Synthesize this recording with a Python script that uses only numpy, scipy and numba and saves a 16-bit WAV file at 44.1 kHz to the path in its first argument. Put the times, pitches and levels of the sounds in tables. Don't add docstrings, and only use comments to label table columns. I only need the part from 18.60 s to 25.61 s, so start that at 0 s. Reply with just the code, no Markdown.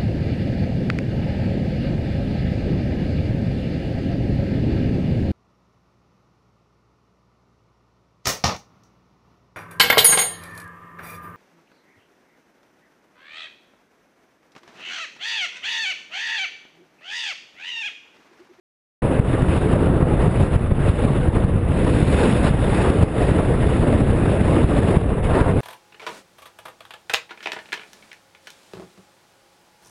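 import sys
import numpy as np
from scipy import signal
from scipy.io import wavfile
from numba import njit

SR = 44100
rng = np.random.default_rng(int(sys.argv[2]) if len(sys.argv) > 2 else 0)


def unload_audio(sound):
    columns = np.transpose(np.atleast_2d(sound))
    steps = np.round(np.clip(columns, -1, 1) * 32767)
    wavfile.write(sys.argv[1], SR, steps.astype(np.int16))


N = 308964

# time_s [s], hiss_db [dB], rush_db [dB], roar_db [dB]
WIND_STRENGTH = [(0.42, -3, 0.5, 2), (0.92, 0, -0.5, -2), (1.42, -3.5, 1.5, 3), (1.72, -0.5, -1.5, -2),
                 (2.1, -7, -5.5, -6.5), (2.27, 0, -0.5, -1.5), (2.62, -2, -2, -1), (3.02, -7, -6, -6),
                 (3.2, 0, -2, -1), (3.58, 7, 1.5, 3.5), (3.99, -0.5, -1.5, -3), (4.19, 5.5, 5, 2),
                 (4.4, 0, -0.5, 1.5), (4.8, -1.5, -0.5, 1.5), (5.55, 0, -1, 1), (6.28, 3, 3, 4.5),
                 (6.58, -6.5, -4, -4), (7.0, -2, -2.5, 0)]
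# pitch_hz [Hz], growth [dB per dB of hiss]
FINE_EDDY_GROWTH = [(2800, 1.0), (5000, 1.5), (6800, 1.56), (9000, 0.91)]


def from_db(db):
    return 10 ** (np.asarray(db) / 20)


def rms_one(x):
    return x / np.sqrt(np.mean(x ** 2) + 1e-20)


def in_time(rows):
    time_s, *columns = np.transpose(rows)
    return [np.interp(np.arange(N) / SR, time_s, column) for column in columns]


def at_hz(points, hz):
    point_hz, value = np.transpose(points)
    return np.interp(np.log(hz), np.log(point_hz), value)


def drift(rate_hz):
    pole = np.exp(-20 * np.pi * rate_hz / SR)
    noise = rng.standard_normal(N // 10 + 4002)
    slow = signal.lfilter([1], [1, -2 * pole, pole * pole], noise)[4000:]
    return np.interp(np.arange(N) / 10, np.arange(len(slow)), rms_one(slow))


def noise_bands(low_hz, high_hz, count):
    edges_hz = np.geomspace(low_hz, high_hz, count + 1)
    for low, high in zip(edges_hz, edges_hz[1:]):
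        band_filter = signal.butter(3, [low, high], "band", fs=SR, output="sos")
        band = signal.sosfilt(band_filter, rng.standard_normal(N))
        yield np.sqrt(low * high), rms_one(band) * np.sqrt(high - low)


def turbulence(rumble_db, roar_db, rush_db, hiss_db, flutter, flutter_db, patchy_db):
    # pitch_hz [Hz], level_db [relative dB per Hz]
    eddy_colour = [(20, -4), (32, -2.5), (60, 1.5), (130, 0.2), (200, -4.5), (260, -6), (500, -9),
                   (780, -18.5), (1200, -23), (2000, -28.5), (2800, -31), (3750, -42.5), (4400, -47),
                   (5800, -56.5)]
    size_by_hz = [(150, 0), (300, 1), (520, 1), (950, 2), (1300, 2), (2400, 3)]
    flutter_share = [(70, 0.3), (300, 0.81), (1000, 0.99), (5000, 0.99)]
    out = 0
    for hz, band in noise_bands(18, 6000, count=36):
        size = at_hz(size_by_hz, hz)
        eddies_db = (rumble_db, roar_db, rush_db, at_hz(FINE_EDDY_GROWTH, hz) * hiss_db)
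        wind_db = sum(max(1 - abs(size - k), 0) * db for k, db in enumerate(eddies_db))
        level = from_db(at_hz(eddy_colour, hz) + wind_db)
        bursts_db = at_hz(flutter_share, hz) * flutter_db * flutter
        own_patches_db = patchy_db * drift(20.7)
        out = out + band * level * rms_one(from_db(bursts_db + own_patches_db))
    return out


def thin_depths(wind, hiss_db):
    low_pass = signal.butter(1, 64, fs=SR, output="sos")
    deep = signal.sosfilt(low_pass, wind)
    return wind + deep * (from_db(-hiss_db) - 1)


def gust_lift(hz):
    # crest_s [s], length_s [s], lift_db [dB], pitch_hz [Hz], spread_octaves [octaves]
    gusts = [(0.514, 0.11, 0, 700, 1.8), (0.775, 0.099, 3, 1200, 1.1), (1.654, 0.1, 4, 900, 1.2),
             (1.828, 0.066, 9.5, 900, 2.7), (1.96, 0.093, 6, 2000, 2.4), (2.118, 0.016, 11.5, 400, 1.1),
             (2.444, 0.024, 1.5, 500, 1.5), (2.78, 0.12, 4.5, 1300, 2.6), (3.624, 0.17, 6.5, 1700, 1.05),
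             (3.861, 0.059, 11, 1170, 2.5), (4.284, .07, 3, 1100, 0.77), (4.431, 0.05, 8, 1200, 2.4),
             (4.638, 0.3, 3.5, 4000, 1.6), (5.12, 0.14, 4, 5000, 1.8), (5.31, 0.16, 3, 500, 2.4),
             (5.95, 0.098, 3, 400, 0.73), (6.645, 0.041, 8.5, 5000, 1.8), (6.766, 0.17, 14, 1590, 1.5),
             (6.885, 0.065, 7, 1300, 1.3)]
    rise_share = 0.41
    lift_db = np.zeros(N)
    for crest_s, length_s, crest_db, pitch_hz, spread_octaves in gusts:
        t = np.arange(N) / SR - crest_s
        phase = t / (length_s * np.where(t < 0, rise_share, 1 - rise_share))
        near = np.abs(phase) < 4
        pitch_distance = np.log2(hz / pitch_hz) / spread_octaves
        lift_db[near] += crest_db * np.exp(-phase[near] ** 2 - pitch_distance ** 2 / 2)
    return lift_db


def airflow():
    eddy_hz = (100, 420, 1100, 5000)
    hiss_db, rush_db, roar_db = in_time(WIND_STRENGTH)
    rumble_db = 0.08 + 0.6 * (roar_db + hiss_db) / 2
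    steady_db = (rumble_db, roar_db, rush_db, hiss_db)
    return [db + gust_lift(hz) for db, hz in zip(steady_db, eddy_hz)]


def buffets(wake_depth, wake_radians):
    # time_s [s], swing_db [dB, peak of the swing before the wake's suction], pitch_hz [Hz]
    big_eddies = [(0.6, 1.5, 98), (0.83, -4.5, 114), (0.983, -9, 108), (1.137, -3.5, 103),
                  (1.302, -5.5, 151), (1.368, -6.5, 130), (1.431, -2, 101), (1.541, -5.5, 107),
                  (1.682, -3, 123), (1.835, -1.5, 101), (1.963, -2.5, 83), (2.124, -3, 94),
                  (2.301, -2.5, 70.6), (2.453, -2.5, 162), (2.689, -4, 81.5), (2.772, -7.5, 100),
                  (2.851, -4, 106), (2.96, -7, 109), (3.117, -9, 102), (3.248, -7, 132), (3.349, -6, 118),
                  (3.43, -2, 120), (3.645, -7.5, 158), (3.735, -6, 119), (3.852, -4, 144), (3.912, -5, 112),
                  (4.303, -6.5, 142), (4.435, 4, 100), (4.719, -4, 128), (4.794, -12, 122),
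                  (4.894, -11.5, 143), (5.073, -10, 106), (5.2, -7, 103), (5.421, -3, 130), (5.507, -5, 73),
                  (5.815, -6.5, 120), (6.048, -2, 80.5), (6.192, -6.5, 103), (6.373, 1, 106),
                  (6.817, -2.7, 77)]
    pressure, cover = np.zeros(N), np.zeros(N)
    for time_s, swing_db, hz in big_eddies:
        turn = 2 * np.pi * hz * (np.arange(N) / SR - time_s)
        near = np.abs(turn) < 20
        turn = turn[near]
        swing = turn * np.exp((1 - turn ** 2) / 2)
        suction = wake_depth * np.exp(-(turn / wake_radians) ** 2 / 2)
        pressure[near] += from_db(swing_db) * (swing - suction)
        cover[near] += np.exp(-(turn / np.pi) ** 2 / 2)
    return pressure, np.minimum(cover, 1)


def sizzle(hiss_db, flutter, flutter_db):
    # pitch_hz [Hz], level_db [relative dB per Hz]
    cavity_colour = [(5800, -31), (6800, -9.5), (7700, -6.5), (8500, -2), (9500, 0.5), (11000, 3.5)]
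    air = 0
    for hz, band in noise_bands(6000, 12000, count=8):
        level_db = at_hz(cavity_colour, hz) + at_hz(FINE_EDDY_GROWTH, hz) * hiss_db
        air = air + band * from_db(level_db)
    return air * rms_one(from_db(flutter_db * flutter))


def scene():
    rumble_db, roar_db, rush_db, hiss_db = airflow()
    thumps, cover = buffets(wake_depth=0.27, wake_radians=1.7)
    flutter = rms_one(drift(19.7) + 1.04 * drift(79))
    rumble_db = rumble_db - 4 * cover
    rush_db = rush_db + 2 * cover
    hiss_db = hiss_db + 2 * cover
    wind = turbulence(rumble_db, roar_db, rush_db, hiss_db, flutter, flutter_db=1.5, patchy_db=1.47)
    slow_hiss_db = in_time(WIND_STRENGTH)[0]
    wind = thin_depths(wind, slow_hiss_db)
    top = sizzle(hiss_db, flutter, flutter_db=1.5)
    return (from_db(-40) * wind + from_db(-84) * top + thumps)[None]


def bell(x, hz, width_hz, gain_db):
    peak = signal.lfilter(*signal.iirpeak(hz, hz / width_hz, fs=SR), x)
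    return x + (from_db(gain_db) - 1) * peak


@njit
def gain_control(x, ceiling, attack_s, release_db_per_s):
    out, cut_db = np.zeros(len(x)), 0.
    for i in range(len(x)):
        out[i] = x[i] * 10 ** (-cut_db / 20)
        if abs(out[i]) > ceiling:
            over_db = 20 * np.log10(abs(out[i]) / ceiling)
            cut_db += over_db / (attack_s * SR)
        cut_db = max(cut_db - release_db_per_s / SR, 0.)
    return out


def record(dry):
    # pitch_hz [Hz], width_hz [Hz], gain_db [dB]
    housing = [(2320, 360, -2.5), (2890, 120, 1.5), (3075, 480, -5), (3830, 920, 4), (4230, 760, -4),
               (8360, 160, 6.5), (8520, 350, -2.5), (9300, 320, 2.5)]
    gap_hz = (5640, 6400)
    start_s, fade_in_s = 0.4195, 0.003
    x = dry[0] * np.clip((np.arange(N) / SR - start_s) / fade_in_s, 0, 1)
    x = signal.sosfilt(signal.butter(1, 14, "high", fs=SR, output="sos"), x)
    for hz, width_hz, gain_db in housing:
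        x = bell(x, hz, width_hz, gain_db)
    x = gain_control(x, from_db(-10.5), attack_s=0.0034, release_db_per_s=62.5)
    x = x / (1 + (x / 0.85) ** 6) ** (1 / 6)
    x = signal.sosfilt(signal.butter(4, gap_hz, "bandstop", fs=SR, output="sos"), x)
    steep_cut = signal.ellip(14, 0.2, 80, 10810, fs=SR, output="sos")
    return signal.sosfilt(steep_cut, x)[None]


dry = scene()
out = record(dry)
unload_audio(out)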